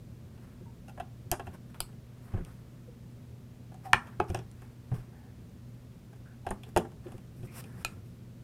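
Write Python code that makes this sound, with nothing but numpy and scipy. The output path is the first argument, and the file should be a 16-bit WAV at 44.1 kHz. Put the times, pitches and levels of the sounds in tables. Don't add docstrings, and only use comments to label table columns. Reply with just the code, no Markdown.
import sys
import numpy as np
from scipy import signal
from scipy.fft import rfft, irfft, next_fast_len
from scipy.io import wavfile
from scipy.ndimage import uniform_filter1d, map_coordinates

SR = 44100
rng = np.random.default_rng(int(sys.argv[2]) if len(sys.argv) > 2 else 0)


def wrap_up_sound(samples):
    columns = np.atleast_2d(samples).T
    tamed = np.clip(columns, -1, 1)
    steps = np.round(tamed * 32767).astype(np.int16)
    wavfile.write(sys.argv[1], SR, steps)


def gain_from_db(level_db):
    decades = np.asarray(level_db, float) / 20
    return 10 ** decades


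N = 372115

# freq_hz, t60_s, level_db
METAL_MODES = [(4297, 0.0012, 5.5), (4730, 0.00487, 1.5), (5200, 0.0021, 2), (6400, 0.0062, 0.5),
               (7040, 0.00301, 2.5), (8824, 0.004, 2.5), (9950, 0.0052, 1), (10080, 0.0036, 5),
               (11700, 0.0042, -0.5), (13400, 0.00059, 0.5), (14350, 0.0014, -4.5)]


def unit(x):
    return x / np.sqrt(np.mean(x ** 2))


def coloured(points):
    hz, db = np.transpose(points)
    n = next_fast_len(N, True)
    f_hz = np.maximum(np.arange(n // 2 + 1) * SR / n, 1)
    gain = gain_from_db(np.interp(np.log(f_hz), np.log(hz), db))
    return unit(irfft(rfft(rng.standard_normal(N), n) * gain, n)[:N])


def band(x, lo_hz, hi_hz):
    return signal.sosfilt(signal.butter(2, [lo_hz, min(hi_hz, .45 * SR)], "band", fs=SR, output="sos"), x)


def walk(rate_hz):
    k = int(SR / rate_hz)
    steps = np.repeat(rng.standard_normal(N // k + 1), k)
    return unit(uniform_filter1d(uniform_filter1d(steps, k), k)[:N])


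def add(out, start_s, x):
    i = int(start_s * SR)
    out[i:i + len(x)] += x[:N - i]


def ring(modes, gain_db, chance, push):
    t = np.arange(int(.055 * SR))[:, None] / SR
    hz, t60_s, db = np.transpose(modes)
    n = len(hz)
    tones = np.sin(2 * np.pi * hz * (1 + .02 * chance[:n]) * t) * gain_from_db(-60 * t / t60_s)
    weight = (-1) ** np.arange(n) * gain_from_db(db + gain_db + 0.77 * chance[n:2 * n])
    y = band(signal.fftconvolve(tones @ weight, push), 0.75 * hz[0], 3.1 * hz[-1])
    return y / np.abs(y).max()


def crack(grit, hz):
    decay = np.exp(-1000 * np.arange(len(grit)) / SR)
    y = band(grit * decay, hz / 1.6, hz * 1.6)
    return y / np.abs(y).max()


def background():
    # freq_hz, level_db_per_hz
    quiet = [(12, -58.5), (20, -17), (91, -5.5), (124, -5.5), (147, -7), (251, -9.5), (281, -21),
             (305, -17), (428, -21.5), (506, -24.5), (551, -24), (794, -32.5), (11500, -48), (15200, -47),
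             (16500, -64.5)]
    # freq_hz, level_db
    hum_tones = [(120.8, -56.5), (64.6, -73), (241.6, -71.5)]
    air = coloured(quiet)
    rumble = band(air, 30, 700)
    air = air - rumble + rumble * gain_from_db(0.97 * walk(2.7))
    t = np.arange(N) / SR
    hum = np.zeros(N)
    for hz, db in hum_tones:
        level = gain_from_db(db + 7.5 + 0.42 * walk(1.9))
        hum += level * np.sin(2 * np.pi * hz * t + 0.92 * walk(1.7))
    return gain_from_db(-50.5) * air + hum


def room(gap_s=0.0034):
    # freq_hz, t60_s, level_db
    room_bands = [(142, 0.14, -16.5), (320, 0.3, -24.5), (680, 0.18, -27.5), (1240, 0.27, -25),
                  (3000, 0.12, -15), (6860, 0.22, -19.5), (12500, 0.13, -15)]
    t = np.arange(int(.5 * SR)) / SR
    tail = 0
    for hz, t60_s, db in room_bands:
        part = unit(band(rng.standard_normal(len(t)), hz / 1.5, hz * 1.5)) * gain_from_db(-60 * t / t60_s)
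        tail = tail + gain_from_db(db) * part * np.sqrt(14 / t60_s / SR)
    return tail * np.clip((t - gap_s) / 0.0026, 0, 1)


def thumps():
    # start_s, peak_db, pitch_hz, knock_re_peak_db, t60_ms
    table_thumps = [(0.609, -43, 115, -8, 110), (1, -40, 69.6, -20, 110), (1.259, -39, 110, -18, 110),
                    (1.316, -25, 60, -12, 65), (1.396, -40.5, 114, -22, 110), (1.471, -37, 74, -33, 100),
                    (1.529, -42, 118, -14, 120), (1.802, -39, 57, -12, 100), (2.34, -21, 103, -21, 65),
                    (2.376, -38.5, 91, -9, 90), (2.399, -34, 148, -14.5, 80), (2.571, -50, 153, -23, 150),
                    (3.9345, -24, 118, -20, 45), (4.197, -29.5, 78, -2.5, 80), (4.3, -22, 80, -16.5, 65),
                    (4.343, -28, 111, -12.5, 80), (4.379, -39, 127, -12, 140),
                    (4.917, -23, 123.4, -26, 120), (4.977, -42, 125, -12, 130), (6.467, -37, 93, -12, 100),
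                    (6.506, -35, 211, -9, 90), (6.765, -18, 83, -7, 45), (6.782, -28, 90, -8, 70),
                    (7.059, -47, 100, 6.5, 140), (7.141, -42.5, 99, -4.5, 120),
                    (7.397, -34.5, 113.6, -29, 80), (7.433, -34, 123, -12, 70),
                    (7.848, -40.5, 56.5, -9, 110)]
    # start_s, peak_db
    sways = [(1.316, -42), (1.396, -49), (1.805, -38), (2.339, -35), (2.375, -32), (2.399, -36),
             (3.933, -41), (4.297, -53), (4.345, -50), (4.917, -43), (4.976, -41.5), (6.466, -50),
             (6.505, -34.5), (6.762, -50.5), (7.142, -46), (7.433, -45), (7.849, -42.5)]
    overtone_ms = 36
    out, t = np.zeros(N), np.arange(int(.3 * SR)) / SR
    rise = 1 - np.exp(-t / 0.0035)
    case = np.sin(2 * np.pi * 350 * t) + 0.52 * np.sin(2 * np.pi * 255 * t) + 0.38 * np.sin(2 * np.pi * 530 * t)
    case = case * gain_from_db(-60 * t / 0.071)
    for s, db, hz, knock_db, ms in table_thumps:
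        overtone = np.sin(2 * np.pi * 1.805 * hz * t) * gain_from_db(-60 * t / 0.14)
        undertone = np.sin(2 * np.pi * 0.72 * hz * t)
        tone = np.sin(2 * np.pi * hz * t) + (overtone_ms / ms) ** 1.5 * overtone + 0.15 * undertone
        table = tone * gain_from_db(-60 * t / (ms / 1000))
        add(out, s - .001, gain_from_db(db + 3.5) * rise * (table + gain_from_db(knock_db + 5.0) * case))
    for s, db in sways:
        add(out, s - .001, gain_from_db(db + 3.5) * np.sin(2 * np.pi * 33 * t) * gain_from_db(-60 * t / .15))
    return out


def rubs():
    # freq_hz, level_db_per_hz
    skin_spectrum = [(1290, -25), (2200, -6), (2600, 0), (3120, -8), (4610, -11), (4760, -6), (5480, -3),
                     (6530, -12.5), (8370, -3), (14100, -6.5), (16000, -16.5)]
    # loudest_s, bright_db, swell_s, fade_s, dull_re_bright_db
    strokes = [(.43, -74.5, 0.21, 0.32, 10.5), (.898, -64, 0.027, 0.01, 3), (1.474, -64.5, .05, 0.032, 4),
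               (1.543, -60, 0.036, 0.029, 8.5), (1.704, -71.5, 0.022, 0.034, 7),
               (1.745, -64, 0.0075, 0.062, 12), (2.25, -70, .14, 0.23, -13), (2.375, -83, 0.27, 0.16, 27),
               (2.47, -69.5, .03, 0.34, 6), (3.855, -59, 0.029, 0.077, 8), (4.076, -68.5, 0.12, .13, 15),
               (4.296, -57, 0.024, 0.043, 7), (4.348, -61, 0.03, 0.011, 8), (4.36, -69.5, 0.025, .15, 11),
               (4.624, -71, 0.12, 0.19, 9), (4.956, -60.5, 0.063, 0.1, 7.5), (6.638, -67, 0.02, .02, 4),
               (6.698, -66, 0.079, 0.014, 6), (7.045, -70.5, 0.019, 0.19, 10), (7.118, -73, 0.052, .2, 9),
               (7.922, -70, 0.17, 0.072, 6), (7.995, -76, 0.093, .06, 9.5), (8.06, -69, 0.014, 0.084, -9),
               (8.15, -75, 0.078, .018, -1)]
    # time_s, bright_db, dull_re_bright_db
    sweep = [
        (7.36, -72, -18),
        (7.418, -71, 0),
        (7.456, -62, -1),
        (7.49, -75.5, 6),
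        (7.572, -50, -3.5),
        (7.606, -49, -1),
        (7.62, -69, 0),
        (7.754, -71, 7),
        (7.833, -61.5, 2),
    ]
    stroke_drop_db = 23.5
    t = np.arange(N) / SR
    grain = gain_from_db(2.2 * walk(150) + 0.6 * walk(45))
    hiss = coloured(skin_spectrum)
    lower = band(hiss, 1000, 6500)
    bright = unit(lower * grain[::-1] + (hiss - lower) * np.sqrt(grain))
    dull = unit(band(band(rng.standard_normal(N), 400, 1900), 230, 2100) * grain)
    s, db, dull_db = np.transpose(sweep)
    edge = np.clip(np.minimum(t - s[0], s[-1] - t) / 0.003, 0, 1)
    skin = edge * gain_from_db(np.interp(t, s, db))
    cloth = skin * gain_from_db(np.interp(t, s, dull_db))
    for s, db, swell_s, fade_s, dull_db in strokes:
        start_s = s - 2 * swell_s
        u = np.arange(int(2 * (swell_s + fade_s) * SR)) / SR - 2 * swell_s
        shape = gain_from_db(db - stroke_drop_db * np.maximum(-u / swell_s, u / fade_s))
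        add(skin, start_s, shape)
        add(cloth, start_s, gain_from_db(dull_db) * shape)
    return skin * bright + cloth * dull


def creaks():
    # start_s, level_db, pitch_hz, length_ms, roughness_0_to_1
    spring_creaks = [(.656, -59, 900, 50, .4), (.885, -58, 1350, 22, .1), (.90, -57, 730, 25, .2),
                     (2.875, -54, 475, 70, .15), (3.748, -53, 740, 22, .1), (3.853, -41, 745, 70, .08),
                     (4.08, -59, 1130, 40, .4), (5.12, -69, 1700, 240, .9), (5.1, -66, 800, 240, 1),
                     (7.66, -67, 1700, 240, .9), (7.47, -62, 2300, 90, .9), (6.128, -55, 780, 18, .4),
                     (6.254, -62, 1520, 100, .9), (6.449, -47, 780, 18, .2)]
    sharp, settle_s = .1, .012
    out, t = np.zeros(N), np.arange(int(.25 * SR)) / SR
    glide_t = t - sharp * settle_s * np.exp(-t / settle_s)
    for s, db, hz, ms, rough in spring_creaks:
        length_s, spread = ms / 1000, 1.04 + .07 * rough
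        scrape = unit(band(rng.standard_normal(len(t)), hz / spread, hz * spread))
        release = np.clip((length_s - t) / .012 + .5, 0, 1)
        shape = np.minimum(t / .004, 1) * gain_from_db(-8 * t / length_s) * release
        note = np.sin(2 * np.pi * hz * glide_t)
        add(out, s, gain_from_db(db) * shape * (np.sqrt(2 - 2 * rough) * note + np.sqrt(rough) * scrape))
    return out


def pings():
    # start_s, peak_db, pitch_hz, t60_ms
    part_pings = [(1.3153, -20, 11700, 5), (1.3159, -25, 8520, 7.6), (1.315, -33, 14500, 4),
                  (1.316, -30, 6000, 5), (1.323, -42, 2660, 50), (1.396, -44, 2670, 22),
                  (1.397, -52, 11500, 5), (1.47, -51, 2700, 30), (1.8045, -28.5, 4630, 17),
                  (1.8044, -28, 8700, 5.6), (1.804, -27, 10700, 7), (1.8045, -33, 13500, 5),
                  (1.8045, -38, 15400, 4), (3.933, -22, 9000, 4), (3.9325, -32, 13500, 5),
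                  (4.2008, -44, 9000, 5), (4.2003, -43, 4800, 6), (4.242, -60, 6500, 8.4),
                  (4.242, -62, 8800, 5), (4.284, -54, 5530, 6), (4.293, -56, 11000, 5),
                  (4.292, -52, 2600, 8), (4.297, -52, 8950, 6), (4.302, -46, 5770, 6),
                  (4.302, -59, 12500, 5), (4.347, -35, 5700, 9.2), (4.346, -39, 8530, 5.2),
                  (4.347, -50, 10700, 6), (4.348, -36.5, 2710, 11), (4.347, -48, 14500, 4),
                  (4.361, -57, 5800, 8), (4.361, -57, 8600, 8), (4.371, -50, 2750, 8),
                  (4.39, -45.5, 5630, 7), (6.467, -50, 9000, 6), (6.489, -54, 4000, 25),
                  (6.497, -56, 9000, 6), (6.507, -32.5, 8900, 6), (6.507, -41, 10900, 7),
                  (6.5065, -41, 7000, 4.5), (6.5065, -50, 14000, 4), (6.637, -46, 3300, 15),
                  (6.7743, -35, 6500, 7), (6.7745, -32, 9000, 7), (7.602, -57, 12000, 4),
                  (7.602, -50, 14300, 4), (7.645, -51, 2600, 13), (7.8485, -33.5, 8450, 4.5),
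                  (7.8485, -38, 4980, 7.7), (7.893, -62, 9000, 3),
                  (.883, -56, 2800, 20), (.895, -50, 2650, 14), (.977, -52, 1750, 12),
                   (1.006, -52, 2600, 35), (3.9325, -26, 5200, 6), (6.763, -44, 14000, 5),
                   (6.7745, -48, 14000, 8), (7.596, -52, 5500, 14), (7.125, -58, 9000, 6),
                   (7.849, -36, 14500, 4), (7.849, -34, 11500, 5), (7.642, -58, 8800, 14),
                   (2.449, -56, 9000, 4)]
    rise_ms = .5
    out, t = np.zeros(N), np.arange(int(.06 * SR)) / SR
    rise = 1 - np.exp(-(1000 * t / rise_ms) ** 2)
    for s, db, hz, ms in part_pings:
        shape = rise * gain_from_db(-60 * 1000 * t / max(ms, 1))
        add(out, s - rise_ms / 1000, gain_from_db(db) * np.sin(2 * np.pi * hz * t) * shape / shape.max())
    return out


def clicks():
    # freq_hz, t60_s, level_db
    shell_modes = [(424, 0.057, 1.5), (560, 0.0051, -8), (748.7, 0.019, 10), (916, 0.045, -1),
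                   (925, 0.013, 5.5), (1233, 0.018, 0), (1385, 0.0098, 4), (1515, 0.037, -6.5),
                   (1578, 0.0088, 8), (1780, 0.00844, -3)]
    # freq_hz, t60_s, level_db
    wall_modes = [(2280, 0.0079, 3), (2570, 0.0058, 2), (2658, .014, -9), (2734, 0.00484, 3.5),
                  (3397, 0.0077, 1.5), (3804, 0.0018, 3.5)]
    # start_s, shell_peak_db, wall_re_shell_db, metal_re_shell_db
    taps = [(0.882, -49, -11, -19), (0.895, -51, -10, -20), (0.976, -44, -28, -31), (0.9994, -31, -12, -32),
            (1.322, -29.5, -13, -25), (1.331, -34.5, -30, -46), (1.396, -36, -12, -28),
            (3.719, -50.5, -18, -26), (3.743, -49.5, -29, -19), (3.959, -63, -14, -26),
            (4.071, -57, 2, -17), (4.301, -42, -6, -19), (4.346, -30, -8, -22.5), (4.371, -44, -6, -23),
            (4.619, -54.5, -11, -15.5), (6.13, -55, -23.5, -21.5), (6.466, -27.5, -16, -34),
            (6.489, -48.5, -1, -17), (6.509, -31, -22.5, -25), (6.634, -55, 12, -11),
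            (6.763, -19.5, -12, -27), (7.083, -50.5, -14, -22), (7.12, -49, -7, -20), (7.18, -57.5, 0, -13)]
    # start_s, shell_peak_db, wall_re_shell_db, metal_re_shell_db
    knocks = [(0.377, -57, -4, -35), (1.315, -30, -1, -5), (1.469, -42.5, -10, -30), (1.744, -58, 8, -23),
              (1.89, -58, -19, -30), (1.928, -61, -1, -19), (2.337, -44.5, -12, -32),
              (2.373, -44.5, -28, -35), (2.449, -59.5, 11.5, -0.5), (4.284, -55, -4, -19),
              (4.359, -47, -25, -26), (4.39, -43.5, -6, -25), (4.514, -63.5, -13.5, 0),
              (4.916, -40.5, -37, -38), (4.942, -47, -9, -24), (5.495, -69, -15, -6.5),
              (6.159, -59, -17, -19), (6.664, -53, -19, -24), (6.689, -66, -2, -6),
              (6.774, -25.5, -5, -16.5), (6.85, -45.5, -31.5, -31), (6.918, -54.5, -7, -19.5),
              (7.067, -53, -1, -30), (7.43, -55.5, -1, -30), (7.606, -64, -3, -15), (7.64, -54.5, 4.5, -10)]
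    tap_hz, knock_hz = 680, 415
    chatter_ms, chatter_ms_per_db = 0.84, 0.18
    out, t = np.zeros(N), np.arange(1024) / SR
    contacts = sorted([(*row, tap_hz) for row in taps] + [(*row, knock_hz) for row in knocks])
    chance = rng.standard_normal((len(contacts), 3, 40))
    grit = rng.standard_normal((len(contacts), 1024))
    for (s, db, wall_db, metal_db, hz), c, g in zip(contacts, chance, grit):
        span_s = max(chatter_ms - chatter_ms_per_db * metal_db, .2) / 1000
        chatter = g * np.exp(-t / span_s) * np.minimum(t / (0.54 * span_s), 1)
        blow = (t == 0) + 0.11 * chatter
        octaves = np.log2(np.array(shell_modes)[:, 0] / hz)
        near_db = np.where(octaves < 0, 24.0 * octaves, -6.0 * octaves)
        shell = band(ring(shell_modes, near_db, c[0], (t == 0) + 0.25 * chatter), 0.36 * hz, 4600)
        wall = gain_from_db(wall_db - 2.0) * ring(wall_modes, 0, c[1], blow)
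        metal = gain_from_db(metal_db + 13.5) * ring(METAL_MODES, 0, c[2], blow)
        add(out, s + .0003, gain_from_db(db + 5.0) * (shell + wall + metal))
        add(out, s + 0.00035, gain_from_db(db + metal_db + 7) * crack(g[::-1], 5840))
    return out


def snaps():
    # start_s, peak_db, metal_re_peak_db, seat_index (rounded), chatter_ms
    cell_snaps = [
        (1.8042, -22.5, -10.5, 0.5, 3.9),
        (3.932, -1.5, -26, 1, 1.4),
        (3.9435, -16.5, -28, 4, 1.5),
        (4.2005, -14.5, -31, 2.5, 4.2),
        (7.848, -19.5, -5, 3, 1.83),
    ]
    # freq_hz, level_db, t60_s
    seat_a = [(680, -5, 0.013), (920, -7, 0.017), (1355, -4, 0.01), (2010, -9, 0.0039),
              (2320, -7.5, 0.0091), (3180, -6, 0.012), (3870, -1.5, 0.0035), (4820, 1, 0.0053)]
    seat_b = [(768, 1, 0.028), (987, 4.5, 0.019), (1160, 0.5, 0.017), (1365, -1.5, 0.023),
              (1548, -3.5, .02), (1780, 0, 0.019), (2170, -6, 0.011), (2332, -1.5, 0.016),
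              (2864, -6.5, .012), (3220, -12.5, 0.015), (3540, -17.5, 0.0046)]
    seat_c = [(407, -1, 0.046), (726, -4.5, 0.082), (860, -3.5, 0.051), (963, -1.5, 0.011),
              (1296, 0, 0.014), (1664, -11.5, 0.022), (2230, -17.5, 0.029), (2610, -17.5, 0.051),
              (3160, -12, 0.0055)]
    seat_d = [(700, 5.5, 0.0097), (956, -3, 0.015), (1326, -4, 0.044), (1730, -4, 0.014),
              (2470, -0.5, 0.048), (3040, -4, 0.0089), (3580, -4, 0.0087), (4200, -1, 0.0099)]
    seat_e = [(400, -9.5, 0.023), (802, 1, .025), (1000, -6.5, .015), (1350, -3.5, .018),
              (1840, -4.5, 0.017), (2300, -11, .01), (2790, -15, .012)]
    # centre_hz, level_re_peak_db
    cracks = [
        (10700, 2.5),
        (3970, -13.5),
        (3204, -21),
        (4000, -3.5),
        (3000, -19.5),
    ]
    seats = [seat_a, seat_b, seat_c, seat_d, seat_e]
    out, t = np.zeros(N), np.arange(512) / SR
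    chance = rng.standard_normal((len(cell_snaps), 2, 40))
    grit = rng.standard_normal((len(cell_snaps), 512))
    for (s, db, metal_db, seat, ms), c, g in zip(cell_snaps, chance, grit):
        index = int(round(seat))
        hz, mode_db, t60_s = np.transpose(seats[index])
        chatter = g * np.exp(-1000 * t / max(ms, .2))
        body = ring(np.transpose([hz, t60_s, mode_db]), 0, 0.25 * c[0], (t == 0) + 0.04 * chatter)
        tick = ring(METAL_MODES, 0, c[1], (t == 0) + 0.21 * chatter)
        add(out, s, gain_from_db(db) * (band(body, .75 * hz[0], 12000) + gain_from_db(metal_db + 1.0) * tick))
        crack_hz, crack_db = cracks[index]
        add(out, s, gain_from_db(db + crack_db) * crack(g[::-1], crack_hz))
    return out


def scene():
    near = thumps() + rubs() + creaks() + pings() + clicks() + snaps()
    scatter_samples, scatter_hz = 3, 1100
    heard_at = np.arange(N) + scatter_samples * walk(scatter_hz)
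    aside = map_coordinates(near, [heard_at], mode="nearest")
    echo = signal.fftconvolve(aside, room())[:N]
    return (near + echo + background())[None]


def band_limit(x):
    return signal.sosfilt(signal.butter(12, 16790, fs=SR, output="sos"), x)


def record(dry):
    mix = signal.sosfilt(signal.ellip(8, .2, 70, 16300, fs=SR, output="sos"), dry)
    return band_limit(mix)


dry = scene()
out = record(dry)
wrap_up_sound(out)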